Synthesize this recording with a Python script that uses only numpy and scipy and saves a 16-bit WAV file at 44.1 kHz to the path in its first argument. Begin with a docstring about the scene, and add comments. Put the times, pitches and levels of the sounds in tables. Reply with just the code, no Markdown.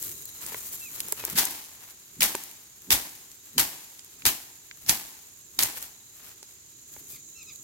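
"""Beating down dry brush at night

Someone steps into thorny brush and beats it with a stick, seven swings, close to a phone. Each swing
displaces air, clips the outer twigs, crashes into the thicket and leaves the stems settling. Twigs snap
by brittle fracture, dead wood knocks in damped modes and dry blades rustle against the legs.
Crickets trill all round by stridulation, and a far animal yelps."""
import sys
import numpy as np
from scipy import signal
from scipy.fft import rfft, irfft
from scipy.io import wavfile

SR = 44100
rng = np.random.default_rng(int(sys.argv[2]) if len(sys.argv) > 2 else 0)


def dump_mix(stems):
    """Bounce the given channels to the path in sys.argv[1] as a 16-bit WAV at rate SR."""
    frames = np.atleast_2d(stems).T  # one column per channel
    limited = np.clip(frames, -1, 1)  # hard clip at full scale
    pcm = np.round(limited * 32767).astype(np.int16)
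    wavfile.write(sys.argv[1], SR, pcm)


N = 336571
TIME = np.arange(N) / SR
TOP_HZ = 15950


# Swings of the stick; the first touch comes lead_s before the crash:
# crash_s, crash_db, lead_s, touch_db, rise_s, settle_db, thud_db, air_db, branch_hz, branch_db
SWINGS = [(1.386, -15, 0.031, -48, .012, -29.5, -46, -35, 1540, -13.5),
          (2.232, -15.5, 0.025, -18.5, 0.009, -31.5, -43, -41, 2320, -29),
          (2.925, -14, .0195, -15, 0.0091, -33.5, -33.5, -42.5, 3580, -9.5),
          (3.598, -16, 0.017, -12.5, 0.0026, -33.5, -39, -37.5, 3130, -20),
          (4.265, -13, .011, -15.5, 0.0019, -37, -38.5, -48, 3020, -15),
          (4.895, -15.5, 0.032, -37, 0.0055, -34, -38, -56, 5400, -10),
          (5.6258, -19.5, .0355, -13.5, 0.0021, -34.5, -41, -53, 3900, -16)]
def swings():
    """Impact excitation: the stick clips the outer twigs, ploughs on and stops; the thicket settles."""
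    breaking = bending = settling = thud = air = branches = 0
    scrape = crackle(spread_db=5.5, count=40000)
    for crash_s, crash_db, lead_s, touch_db, rise_s, settle_db, thud_db, air_db, *branch in SWINGS:
        touch_s = crash_s - lead_s
        touched = TIME > touch_s
        ploughing = .4 * pulse(touch_s, .0006, .06) * (TIME < crash_s)
        touch = undb(touch_db) * np.maximum(pulse(touch_s, .0009, .004), ploughing)
        blow = .6 * pulse(crash_s, rise_s, .012) + .55 * pulse(crash_s, rise_s, .038)
        crash = undb(crash_db) * blow * touched
        flex = undb(crash_db) * pulse(crash_s + .00062, rise_s, .027) * touched
        settle = undb(settle_db) * pulse(crash_s + .026, .014, .13)
        breaking += touch + crash
        settling += settle
        bending += 1.57 * touch + flex + 2.03 * settle
        thud += undb(thud_db) * (pulse(crash_s + .0014, .012, .011) + .15 * pulse(crash_s, .01, .071))
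        air += undb(air_db) * pulse(touch_s - .009, .014, .017)
        branches += branch_ring((1.3 * touch + .5 * crash) * scrape, touch_s, *branch)
    thicket = twigs(breaking, settling) + branches + stems(bending)
    return thicket + ground_thud(thud) + displaced_air(air, thud)


def branch_ring(force, touch_s, hz, db, size=22050):
    """Flexural vibration: the thickest branch in the way rings in its first two bending modes."""
    out = np.zeros((2, N))
    near = slice(int(touch_s * SR) - size // 10, int(touch_s * SR) + size)
    push = undb(db) * force[:, near]
    out[:, near] = resonance(push, hz, q=18) + .61 * resonance(push, 2.3 * hz, q=14)
    return out * pan(db=-3)


# Spectrum of breaking twigs: frequency_hz, level_db
TWIG_SPECTRUM = [(500, -47), (1200, -8), (2200, -2.5), (3300, -2.5), (5500, -1.5), (8000, -1.5),
                 (10000, -3), (12300, 2), (15500, -4)]
def twigs(breaking, settling):
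    """Superposition: thousands of tiny fractures merge into a bright crash."""
    fractures = breaking * crackle(spread_db=0, count=140000)
    ticks = settling * crackle(spread_db=-.5, count=70000)
    return colour(fractures + ticks, TWIG_SPECTRUM) * pan(db=1.5)


# Spectrum of thick stems: frequency_hz, level_db
STEM_SPECTRUM = [(100, -10.5), (300, 0.5), (520, -8.5), (820, 0.5), (1000, 0), (1300, -10), (1800, -2),
                 (3000, -8.5), (6000, -9)]
def stems(bending):
    """Bending stress: thick stems give way in sparser, lower crackles."""
    cracks = bending * crackle(spread_db=2, count=20000, port_lag_s=.00021)
    return undb(-12.5) * colour(cracks, STEM_SPECTRUM)


# Spectrum of the thud: frequency_hz, level_db
THUD_SPECTRUM = [(20, -19), (55, -10.5), (120, 0.5), (250, -11), (400, -23), (800, -15), (3000, -51)]
def ground_thud(thud):
    """Heavy damping: the ground answers a blow with a short burst of bass noise."""
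    return colour(thud * noise(side=.33), THUD_SPECTRUM)


# Spectra of the draught and of the air ahead of the stick: frequency_hz, level_db
DRAUGHT_SPECTRUM = [(20, -26), (55, -1), (85, -9), (150, -10), (1000, -68)]
AIR_SPECTRUM = [(30, -16), (100, -11.5), (180, 3.5), (290, -4), (450, -17), (1000, -45), (4000, -65)]
def displaced_air(air, thud):
    """Turbulence: air is pushed ahead of the stick; its draught hits mainly one microphone port."""
    gust = np.roll(thud, int(.0064 * SR)) * rng.standard_normal((2, N))  # just after the thud
    draught = undb(-6) * colour(gust, DRAUGHT_SPECTRUM) * pan(db=9)
    return draught + colour(air * noise(side=.097), AIR_SPECTRUM)


def struck_twigs():
    """Overload: one twig breaks at first touch and two at the crash, louder for a harder blow."""
    rows = []  # columns as in TWIG_SNAPS
    for crash_s, crash_db, lead_s, touch_db, *_ in SWINGS:
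        rows.append((crash_s - lead_s, touch_db + 1.5, 5000, 0))
        for when, pitch in rng.uniform(-1, 1, (2, 2)):
            rows.append((crash_s + .003 * when, crash_db - 2, 9000 * 2 ** (.3 * pitch), 2))
    return rows


# Single twigs breaking underfoot or under the stick: start_s, level_db, ring_hz, pan_db
TWIG_SNAPS = [(0.0266, -23.5, 12670, 6), (.255, -29, 12300, 8), (0.464, -25, 9900, 3),
              (0.5447, -28, 1900, -2), (1.004, -26, 3370, 1), (1.004, -18.5, 8800, -3),
              (1.084, -27, 11000, 1), (1.123, -13, 10500, -3), (1.251, -15.5, 11900, 2.5),
              (1.453, -16, 10200, 8), (1.509, -26, 11900, 4), (2.2209, -10.5, 2300, 2),
              (2.352, -19.5, 9800, -4), (2.437, -30.5, 11400, 4), (2.9057, -11.5, 3500, 0),
              (3.316, -38, 7650, 3), (3.993, -35, 4730, -3), (4.221, -36.5, 2400, -3),
              (4.712, -31.5, 2220, -1), (4.894, -10, 6000, -14.5), (5.634, -9, 9400, 2),
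              (6.429, -34.5, 6800, -4), (6.939, -38.5, 7100, -3), (7.559, -35.5, 8100, 1)]
def snaps(size=4096):
    """Brittle fracture: a twig parts in about a millisecond and rings; stems scatter the crack."""
    out, t = np.zeros((2, N + size)), np.arange(size) / SR
    envelope = (1 - np.exp(-t / .0001)) * (np.exp(-t / .0008) + .15 * np.exp(-t / .005))
    for s, db, hz, pan_db in TWIG_SNAPS + struck_twigs():
        band = signal.butter(2, [hz * .56, min(hz * 1.74, TOP_HZ)], "band", fs=SR, output="sos")
        fibres = rng.standard_normal((2, size)) * envelope
        crack = signal.sosfilt(band, fibres) + .05 * fibres + .24 * resonance(fibres, hz, q=9)
        crack /= np.sqrt(np.sum(crack ** 2, axis=1, keepdims=True) / (SR / 1000))  # equal energy
        start = max(int(s * SR), 0)
        out[:, start:start + size] += undb(db) * pan(pan_db) * crack
    return out[:, :N]


# Knocks on dead wood, the last one a dull footfall: start_s, relative_level_db
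WOOD_KNOCKS = [(.522, -31.5), (.546, -26), (1.086, -37), (1.126, -23.5), (1.239, -25), (1.282, -30),
               (2.3504, -17), (6.429, -41), (6.965, -37)]
# Modes of the wood: frequency_hz, t60_s, level_db
WOOD_MODES = [(424, 0.034, 1), (566, 0.021, -1), (878, 0.019, 4), (1530, .016, -3), (2140, 0.012, -2.5)]
def knocks(size=4096):
    """Modal decay: dead branches, each of a slightly different length, are damped by the ground; the last knock
    is a dull footfall."""
    out, t = np.zeros(N + size), np.arange(size) / SR
    for s, db in WOOD_KNOCKS:
        detunes = 1 + .06 * rng.standard_normal(len(WOOD_MODES))
        ring = sum(undb(mode_db) * np.cos(2 * np.pi * hz * detune * t) * np.exp(-np.log(1000) * t / t60)
                   for (hz, t60, mode_db), detune in zip(WOOD_MODES, detunes))
        litter = .044 * rng.standard_normal(size) * np.exp(-t / .008)
        out[int(s * SR):int(s * SR) + size] += undb(db - 10.5) * (ring + litter)
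    return out[:N] * pan(db=2)


# Steps and shifts of the legs: middle_s, half_length_s, blades_db, crunch_db, shuffle_db
STEPS = [(.07, 0.096, -36, -57.5, -52.5), (.48, 0.079, -40.5, -47, -56), (.68, 0.26, -40, -57.5, -60.5),
         (1.05, 0.074, -38.5, -49.5, -54.5), (1.28, 0.069, -37, -43, -52.5), (1.84, 0.062, -46, -53.5, -79),
         (5.81, 0.037, -39, -49, -61), (6.28, 0.079, -50, -57.5, -64.5), (6.98, 0.053, -47.5, -61, -58.5),
         (7.125, 0.028, -40, -78, -57.5), (7.52, 0.34, -56.5, -90, -65)]
# Body movements with each swing: the same columns, timed from the crash
LEAN_IN, PULL_BACK = (-.065, .04, -52, -63, -64), (-.43, .58, -59.5, -70.5, -81)
STANDING_DB = (-57, -71.5, -66)  # blades, crunch and shuffle between movements
def stirring():
    """Incoherent addition: the powers of all movements sum into gains for blades, crunch and shuffle."""
    moves = list(STEPS)
    for crash_s, *_ in SWINGS:
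        moves += [(crash_s + offset_s, *rest) for offset_s, *rest in (LEAN_IN, PULL_BACK)]
    power = undb(STANDING_DB)[:, None] ** 2
    for s, half_s, *levels_db in moves:
        power = power + undb(levels_db)[:, None] ** 2 * swell(s, half_s) ** 2
    return np.sqrt(power)


# Spectra of dry blades, leaf litter, and cloth and soles: frequency_hz, level_db
BLADE_SPECTRUM = [(800, -19.5), (2500, -14), (5000, -9.5), (8000, -3.5), (10000, -5), (12500, 2.5),
                  (15500, -3.5)]
CRUNCH_SPECTRUM = [(150, -15), (450, -1.5), (1000, 2), (1800, 4), (3000, 3), (6000, -0.5), (12000, -67)]
SHUFFLE_SPECTRUM = [(20, -16), (60, -1), (110, 1.5), (200, -4.5), (400, -3), (580, -19.5), (1200, -23),
                    (5000, -64)]
def rustle():
    """Friction: blades tick on the legs, thorns catch and slip, litter crunches, soles shuffle."""
    brushing, crunching, shuffling = stirring()
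    flurry = undb(2.1 * walk(rate_hz=45))
    ticks = brushing * flurry * crackle(spread_db=-.5, count=50000)
    blades = colour(ticks, BLADE_SPECTRUM) * pan(db=2.5)
    litter = crunching * flurry * crackle(spread_db=1.5, count=24000, port_lag_s=.00021)
    shuffle = colour(shuffling * noise(side=.33), SHUFFLE_SPECTRUM) * pan(db=.5)
    catches = undb(-9) * brushing * crackle(spread_db=4.5, count=350)[0]
    thorns = colour(scatter(catches, t60_s=.015), BLADE_SPECTRUM)
    return blades + thorns + colour(litter, CRUNCH_SPECTRUM) + shuffle


# Calls of the far animal: start_s, length_s, pitch_hz, level_db, strain (0 to 1)
YELPS = [(0.809, 0.085, 1333, -49, 0.18), (1.176, 0.083, 1290, -55, 0), (7.105, 0.086, 1218, -59, 0.94),
         (7.349, 0.093, 1344, -52.5, 0.5), (7.466, 0.058, 1280, -52, 0.73)]
# Their spectrum at full strain: harmonic_number, level_db
YELP_HARMONICS = [(1, -10.5), (2, 1.5), (3, -1), (4, 1.5)]
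def yelps():
    """Phonation: each call holds, then droops; strain adds hoarseness and harmonics beside the second."""
    out = np.zeros(N)
    for s, length_s, hz, db, strain in YELPS:
        progress = np.clip((TIME - s) / length_s, 0, 1)
        on = (progress > 0) & (progress < 1)
        hoarse = .1 * strain * progress * walk(rate_hz=700)
        pitch_hz = hz * (1 - .155 * progress ** 3.3 + hoarse)[on]
        phase = 2 * np.pi * np.cumsum(pitch_hz) / SR
        envelope = np.sin(np.pi * progress[on]) ** .5 * undb(db + 2 * walk(rate_hz=230)[on])
        out[on] += envelope * sum(undb(level_db) * (1 if k == 2 else strain) * np.sin(k * phase)
                                  for k, level_db in YELP_HARMONICS)
    return out + .5 * scatter(out, t60_s=.26)


def cricket(stroke_rate_hz, start_hz, end_hz, db, pan_db):
    """Stridulation: each stroke is a tone that falls as the wing slows; grass makes it fade and blur."""
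    stroke = np.cumsum(stroke_rate_hz * (1 + .077 * walk(rate_hz=20))) / SR % 1
    pitch_hz = start_hz + (end_hz - start_hz) * stroke + 110 * walk(rate_hz=250)
    envelope = 2 * undb(db + 1.5 * walk(rate_hz=35)) * np.sin(np.pi * stroke) ** 2
    song = envelope * np.sin(2 * np.pi * np.cumsum(pitch_hz) / SR)
    return pan(pan_db) * (.35 * song + .93 * scatter(song, t60_s=.09))


# Spectrum of the far crickets: frequency_hz, level_db
CHORUS_SPECTRUM = [(4500, -48), (5700, -11.5), (6300, 1.5), (6950, 0.5), (7400, -9.5), (7900, -6),
                   (9500, -18)]
# Near crickets: stroke_rate_hz, start_hz, end_hz, level_db, pan_db
NEAR_CRICKETS = [(31.87, 7700, 6750, -61.5, -10.5), (46.8, 7250, 6300, -65.5, -12.5)]
# Rise and fall of both together: time_s, gain_db
TRILL_GAIN = [(.95, 8.5), (1.5, 2), (6.6, 3), (7.25, 8)]
def high_crickets():
    """Superposition: many far songs blur into a band of noise behind two near ones."""
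    gain_db = np.interp(TIME, *np.transpose(TRILL_GAIN))
    chorus = undb(-60) * colour(noise(side=1), CHORUS_SPECTRUM)
    return undb(gain_db) * (chorus + sum(cricket(*row) for row in NEAR_CRICKETS))


# Bouts of louder song: middle_s, half_length_s, boost_db
SONG_BOUTS = [(.28, .1, 14), (.92, .07, 11), (6.05, .11, 6), (6.78, .06, 5.5), (7.42, .12, 9)]
def low_cricket():
    """Amplitude modulation: one lower cricket swells above its quiet trill in bouts."""
    singing = 1 + sum((undb(db) - 1) * swell(s, half_s) for s, half_s, db in SONG_BOUTS)
    return singing * cricket(stroke_rate_hz=30, start_hz=4180, end_hz=3880, db=-67.5, pan_db=0)


# Spectrum of the still air: frequency_hz, level_db
NIGHT_SPECTRUM = [(30, -9), (100, -4.5), (400, -5), (700, -9), (2000, -4), (5000, -0.5), (10000, -4.5),
                  (15500, -22)]
def night_air():
    """Ambient noise: a faint broadband hiss whose level drifts slowly."""
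    return undb(-59.5 + walk(rate_hz=2.17)) * colour(noise(side=1), NIGHT_SPECTRUM)


def undb(db):
    """Logarithmic level: decibels to amplitude gain."""
    return 10 ** (np.asarray(db) / 20)


def pan(db):
    """Level difference: channel gains for left minus right in decibels."""
    return undb(np.array([[db], [-db]]) / 2)


def pulse(s, rise_s, fall_s):
    """Exponential growth up to time s and decay after it."""
    t = TIME - s
    return np.exp(-np.minimum(np.maximum(-t / rise_s, t / fall_s), 20))


def swell(s, half_s):
    """Hyperbolic secant: a rounded envelope around time s."""
    return 1 / np.cosh(np.clip((TIME - s) / half_s, -20, 20))


def walk(rate_hz):
    """Random modulation: interpolated chance values with a spread near 1."""
    return 1.2 * np.interp(TIME * rate_hz, np.arange(8192), rng.standard_normal(8192))


def noise(side):
    """Partial coherence: the channels are alike at side=0 and independent at side=1."""
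    mid, other = rng.standard_normal((2, N))
    return np.array([mid + side * other, mid - side * other]) / np.sqrt(1 + side ** 2)


def crackle(spread_db, count, port_lag_s=.00032, scatter_db=3):
    """Shot noise: tiny fractures arrive from all directions, so only the bass is alike in both ears."""
    at = rng.integers(0, N, count)
    strength = rng.standard_normal(count) * undb(spread_db * np.minimum(rng.exponential(size=count), 5))
    lag = np.round(rng.uniform(-1, 1, count) * port_lag_s * SR).astype(int)
    pan_db = scatter_db * rng.standard_normal(count)
    left = np.bincount(at, strength * undb(pan_db / 2), N)
    right = np.bincount((at + lag) % N, strength * undb(-pan_db / 2), N)
    return np.array([left, right]) / np.sqrt(np.mean(left ** 2))


def colour(x, spectrum, size=2048):
    """Minimum-phase filtering to the shape of a spectrum; white input keeps its power."""
    hz, db = np.transpose(spectrum)
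    grid_hz = np.maximum(np.arange(size // 2 + 1) * SR / size, 1)
    gain = undb(np.interp(np.log(grid_hz), np.log(hz), db))
    cepstrum = irfft(np.log(gain))
    cepstrum[1:size // 2] *= 2  # folding makes the filter causal
    cepstrum[size // 2 + 1:] = 0
    response = irfft(np.exp(rfft(cepstrum)))
    return signal.oaconvolve(x, response[None] / np.linalg.norm(response), axes=1)[:, :N]


def resonance(x, hz, q):
    """Resonance of one lightly damped mode; white input keeps its power."""
    hz = min(hz, .4 * SR)
    b, a = signal.iirpeak(hz, q, fs=SR)
    return signal.lfilter(b, a, x) * np.sqrt(q * SR / (np.pi * hz))


def scatter(x, t60_s, size=8192):
    """Multiple scattering: sound reaches each ear by many short paths through the undergrowth."""
    paths = rng.standard_normal((2, size)) * np.exp(-np.log(1000) * np.arange(size) / SR / t60_s)
    paths /= np.linalg.norm(paths, axis=1, keepdims=True)
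    return signal.oaconvolve(x[None], paths, axes=1)[:, :N]


def scene():
    """Free field: the sources add in open air, with no walls to reflect them."""
    return swings() + snaps() + knocks() + rustle() + high_crickets() + low_cricket() + night_air() + yelps()


def record(dry):
    """Saturation and band limiting: the phone rounds the highest peaks and cuts the top."""
    lowpass = signal.ellip(10, .2, 70, TOP_HZ, fs=SR, output="sos")
    return signal.sosfilt(lowpass, np.tanh(dry))


dry = scene()
out = record(dry)
dump_mix(out)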